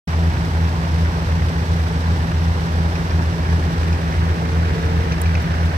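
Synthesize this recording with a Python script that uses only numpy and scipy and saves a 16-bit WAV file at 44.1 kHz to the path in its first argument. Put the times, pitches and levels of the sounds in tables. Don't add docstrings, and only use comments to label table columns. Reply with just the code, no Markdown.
import sys
import numpy as np
from scipy import signal
from scipy.fft import rfft, irfft, next_fast_len
from scipy.io import wavfile
from scipy.ndimage import map_coordinates

SR = 44100
rng = np.random.default_rng(int(sys.argv[2]) if len(sys.argv) > 2 else 0)


def dump_mix(stems):
    frames = np.atleast_2d(stems).T
    limited = np.clip(frames, -1, 1)
    pcm = np.round(limited * 32767).astype(np.int16)
    wavfile.write(sys.argv[1], SR, pcm)


N = 254456


def engines(hunt_cycles=.015, flutter_db=.5):
    # firing_hz, slowing_hz_per_s, in_step_s (when it fires together with the first)
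    diesels = [(81.3, .052, 2.835), (84.08, .01, 2.825), (73.65, 0, 3.013)]
    orders = [.75, 1, 1.25, 1.5, 1.75, 2, 2.5, 2.75, 3, 3.5, 4]
    exhaust_db = [
        [-42, -21, -52, -41, -42, -31, -51, -60, -52, -57, -55],
        [-42, -25.8, -44, -48, -60, -27.6, -60, -53, -40.5, -52, -56],
        [-56, -31.5, -55, -44, -56, -35, -56, -65, -60, -65, -58],
    ]
    t, drone = np.arange(N) / SR, np.zeros(N)
    lead_hz = diesels[0][0]
    for (hz, slowing, in_step_s), levels in zip(diesels, exhaust_db):
        since = t - in_step_s
        firings = lead_hz * in_step_s + hz * since - slowing * since ** 2 / 2
        firings += hunt_cycles * wobble(1.36)
        for multiple, db in zip(orders, levels):
            level = amp(db + flutter_db * wobble(7))
            drone += np.sqrt(2) * level * np.sin(2 * np.pi * multiple * firings)
    return from_plant(drone)


def stones(shake_hz=14.7):
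    # frequency_hz, level_db
    roar_spectrum = [(60, -80), (150, -17), (270, -3.5), (350, -2), (460, -1.5), (600, -3.5), (800, -4),
                     (950, -4), (1150, -7.5), (1500, -11.5), (2500, -59), (5000, -120)]
    # frequency_hz, level_db
    churn_spectrum = [(300, -60), (650, -16), (820, -2), (970, 0), (1150, -5.5), (1450, -13), (2200, -40),
                      (4000, -120)]
    # frequency_hz, level_db
    gravel_spectrum = [(300, -90), (700, -53), (1150, -4), (1400, -2), (1650, 1), (1950, -2.5), (2400, -7),
                       (2900, -10), (3600, -18), (6000, -56), (10000, -120)]
    # frequency_hz, level_db
    grit_spectrum = [(800, -90), (2000, -8), (3000, -1), (3700, 1.5), (4800, -0.5), (5800, -1.5),
                     (6700, -10.5), (7500, -10.5), (8100, -9.5), (9200, -16), (10500, -16.5),
                     (12500, -17.5), (14500, -19.5), (15800, -30)]
    turn = turned()
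    shake = 2 * np.pi * (shake_hz * np.arange(N) / SR + .04 * wobble(2))
    toss_db, landing_db = .55 * np.cos(shake), .8 * np.cos(2 * shake)
    rocks = tumbling(per_second=240, spread_db=1.8, t60_s=.04, grainy=.3)
    lumps = tumbling(per_second=240, spread_db=5, t60_s=.04, grainy=.3)
    pebbles = tumbling(per_second=340, spread_db=2.3, t60_s=.025, grainy=.4)
    chips = tumbling(per_second=600, spread_db=3, t60_s=.082, grainy=.35)
    roar = amp(-31.5 + .8 * turn + toss_db + landing_db / 2) * in_pit(rocks, roar_spectrum)
    churn = amp(-38.4 - 8 * turn + toss_db) * in_pit(lumps, churn_spectrum)
    gravel = amp(-34.5 + 1.67 * turn + landing_db) * in_pit(pebbles, gravel_spectrum)
    grit = amp(-40.5 - .7 * turn + landing_db / 2) * in_pit(chips, grit_spectrum)
    return roar + churn + gravel + grit


def tumbling(per_second, spread_db, t60_s, grainy):
    struck = rng.random(N) < per_second / SR
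    size = np.minimum(rng.exponential(size=N), 5)
    contacts = struck * amp(spread_db * size) ** 2
    decay = amp(-60 * np.arange(SR // 8) / SR / t60_s) ** 2
    power = np.abs(signal.fftconvolve(contacts, decay)[:N])
    return rng.standard_normal((3, N)) * np.sqrt(1 - grainy + grainy * power / power.mean())


def crusher(level_db=-28.5, surge_db=1.8):
    # frequency_hz, level_db
    rumble_spectrum = [(15, -24), (30, -19), (42, -14), (55, -5), (85, -2), (112, -2), (135, -6),
                       (165, -11), (200, -10.5), (280, -19), (450, -45), (900, -120)]
    return amp(level_db + surge_db * wobble(6)) * in_pit(rng.standard_normal((3, N)), rumble_spectrum)


def decks(wander_cycles=.15, load_db=2):
    # pitch_hz, level_db
    tones = [(47.7, -42), (58.4, -38), (88.9, -38), (95.2, -37.5), (111.7, -43), (176.5, -49), (233.7, -49),
             (261.5, -48), (301.5, -48), (353, -53), (377, -51), (488, -54), (956, -50)]
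    t, hum = np.arange(N) / SR, np.zeros(N)
    for hz, db in tones:
        level = amp(db + load_db * wobble(3.96))
        cycles = hz * t + rng.random() + wander_cycles * wobble(1.985)
        hum += level * np.sin(2 * np.pi * cycles)
    return from_plant(np.sqrt(2) * hum)


def knocks(small_per_s=1.6, echo=.4):
    # start_s, level_db, t60_s, crack_db (against the ring)
    big_stones = [(2.9526, -27, 0.077, -2), (3.105, -27, 0.07, 3), (3.927, -24, .04, 3),
                  (5.1198, -21.5, .06, -2), (5.2555, -22.5, 0.11, -7), (5.352, -17.5, .026, -15)]
    track = np.zeros((2, N))
    for start_s, db, t60_s, crack_db in big_stones:
        add(track, start_s, amp(db) * knock(t60_s, crack_db, ring_hz=2410))
    for _ in range(round(small_per_s * N / SR)):
        db = -28.5 + 1.5 * rng.standard_normal()
        add(track, rng.random() * N / SR, amp(db) * knock(t60_s=.04, crack_db=-7, ring_hz=1900))
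    straight, scattered = track
    return from_plant(straight) + echo * np.array([scattered, -scattered])


def knock(t60_s, crack_db, ring_hz, width_hz=300):
    # frequency_hz, level_db
    crack_spectrum = [(200, -60), (700, -25), (2000, -2), (5000, 3.5), (6000, 5), (7500, -30), (15000, -40)]
    t = np.arange(SR // 6) / SR
    hz = np.fft.rfftfreq(len(t), 1 / SR)
    noise = rfft(rng.standard_normal((2, len(t))))
    ring = irfft(noise / (1 + (2 * (hz - ring_hz) / width_hz) ** 2), len(t))
    crack = irfft(noise * amp(along(crack_spectrum, hz)), len(t))
    fade = amp(-60 * t / t60_s) * (1 - np.exp(-t / .0008))
    blow = unit(ring * fade) + amp(crack_db) * unit(crack * fade)
    return blow / np.abs(blow).max(axis=1, keepdims=True)


def excavator(level_db=-38.5):
    # frequency_hz, level_db
    growl_spectrum = [(150, -60), (250, -9), (310, -3), (380, -2), (450, -7.5), (600, -20), (1200, -70),
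                      (2500, -120)]
    level = amp(level_db) * spell(start_s=2.52, length_s=2.87, fade_s=.3)
    return level * in_pit(rng.standard_normal((3, N)), growl_spectrum)


def pump(start_s=4.2, pitch_hz=447, rise_hz_per_s=12, waver_hz=3, level_db=-38, flutter_db=2):
    hz = pitch_hz + rise_hz_per_s * (np.arange(N) / SR - start_s) + waver_hz * wobble(14)
    level = amp(level_db + flutter_db * wobble(12)) * spell(start_s, length_s=1, fade_s=.15)
    return from_plant(np.sqrt(2) * level * np.sin(2 * np.pi * np.cumsum(hz) / SR))


def ticks(gain_db=-6):
    # start_s, level_db (before gain and tone), t60_s
    bursts = [(5.2165, -17.5, 0.017), (5.4232, -27, 0.0028)]
    # frequency_hz, gain_db
    tone = [(1500, -12), (5500, -7), (8200, 8), (10000, 3.5), (14000, 6.5), (15800, -5)]
    t, track = np.arange(SR // 20) / SR, np.zeros((2, N))
    for start_s, db, t60_s in bursts:
        add(track, start_s, amp(db + gain_db - 60 * t / t60_s) * rng.standard_normal((2, len(t))))
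    return filtered(track, lambda hz: amp(along(tone, hz)))


def in_pit(paths, spectrum, crossing_s=.00034):
    # frequency_hz, share_of_power
    direct_share = [(100, 0.033), (500, 0.36), (950, 0.64), (1600, 0.6), (2100, 0.33), (4000, 0.12),
                    (8000, .08)]

    def response(hz):
        direct = along(direct_share, hz)
        alike = np.sinc(2 * hz * crossing_s)
        shares = [direct, (1 - direct) * (1 + alike) / 2, (1 - direct) * (1 - alike) / 2]
        return amp(along(spectrum, hz)) * np.sqrt(shares)

    straight, mid, side = filtered(paths, response)
    return unit(from_plant(straight) + np.array([mid + side, mid - side]))


def from_plant(x, before_ms=.36, after_ms=.44):
    lag = (before_ms + (after_ms - before_ms) * turned()) * SR / 1000
    return np.array([map_coordinates(x, [np.arange(N) + side * lag / 2], order=3) for side in (-1, 1)])


def turned(start_s=2.6, length_s=2.6):
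    progress = np.clip((np.arange(N) / SR - start_s) / length_s, 0, 1)
    return (1 - np.cos(np.pi * progress)) / 2


def spell(start_s, length_s, fade_s):
    t = np.arange(N) / SR - start_s
    return np.clip(np.minimum(t, length_s - t) / fade_s, 0, 1)


def amp(db):
    return 10 ** (np.asarray(db) / 20)


def unit(x):
    return x / np.sqrt(np.mean(x ** 2) + 1e-20)


def along(points, hz):
    frequencies, values = np.transpose(points)
    return np.interp(np.log(hz + 1), np.log(frequencies + 1), values)


def wobble(rate):
    return map_coordinates(rng.standard_normal(int(N * rate / SR) + 4), [np.arange(N) * rate / SR])


def filtered(x, response):
    size = next_fast_len(N + SR // 4)
    return irfft(rfft(x, size) * response(np.fft.rfftfreq(size, 1 / SR)), size)[..., :N]


def add(track, start_s, sound):
    part = track[..., round(start_s * SR):][..., :sound.shape[-1]]
    part += sound[..., :part.shape[-1]]


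def scene():
    # frequency_hz, left_minus_right_db
    shadow = [(300, 0), (900, -1), (1300, -1.5), (1700, -3.5), (2500, -1.5), (4000, -4), (5700, -6.5),
              (7000, -4), (8200, -8), (10500, -3), (13000, -7)]
    near = ticks()
    plant = engines() + decks() + crusher() + stones() + excavator() + pump() + knocks()
    return filtered(plant, lambda hz: amp(np.outer([.5, -.5], along(shadow, hz)))) + near


def record(dry, open_s=.073, top_hz=15800):
    opened = np.clip((np.arange(N) / SR - open_s) / .004, 0, 1)
    return filtered(dry * opened, lambda hz: hz < top_hz)


dry = scene()
out = record(dry)
dump_mix(out)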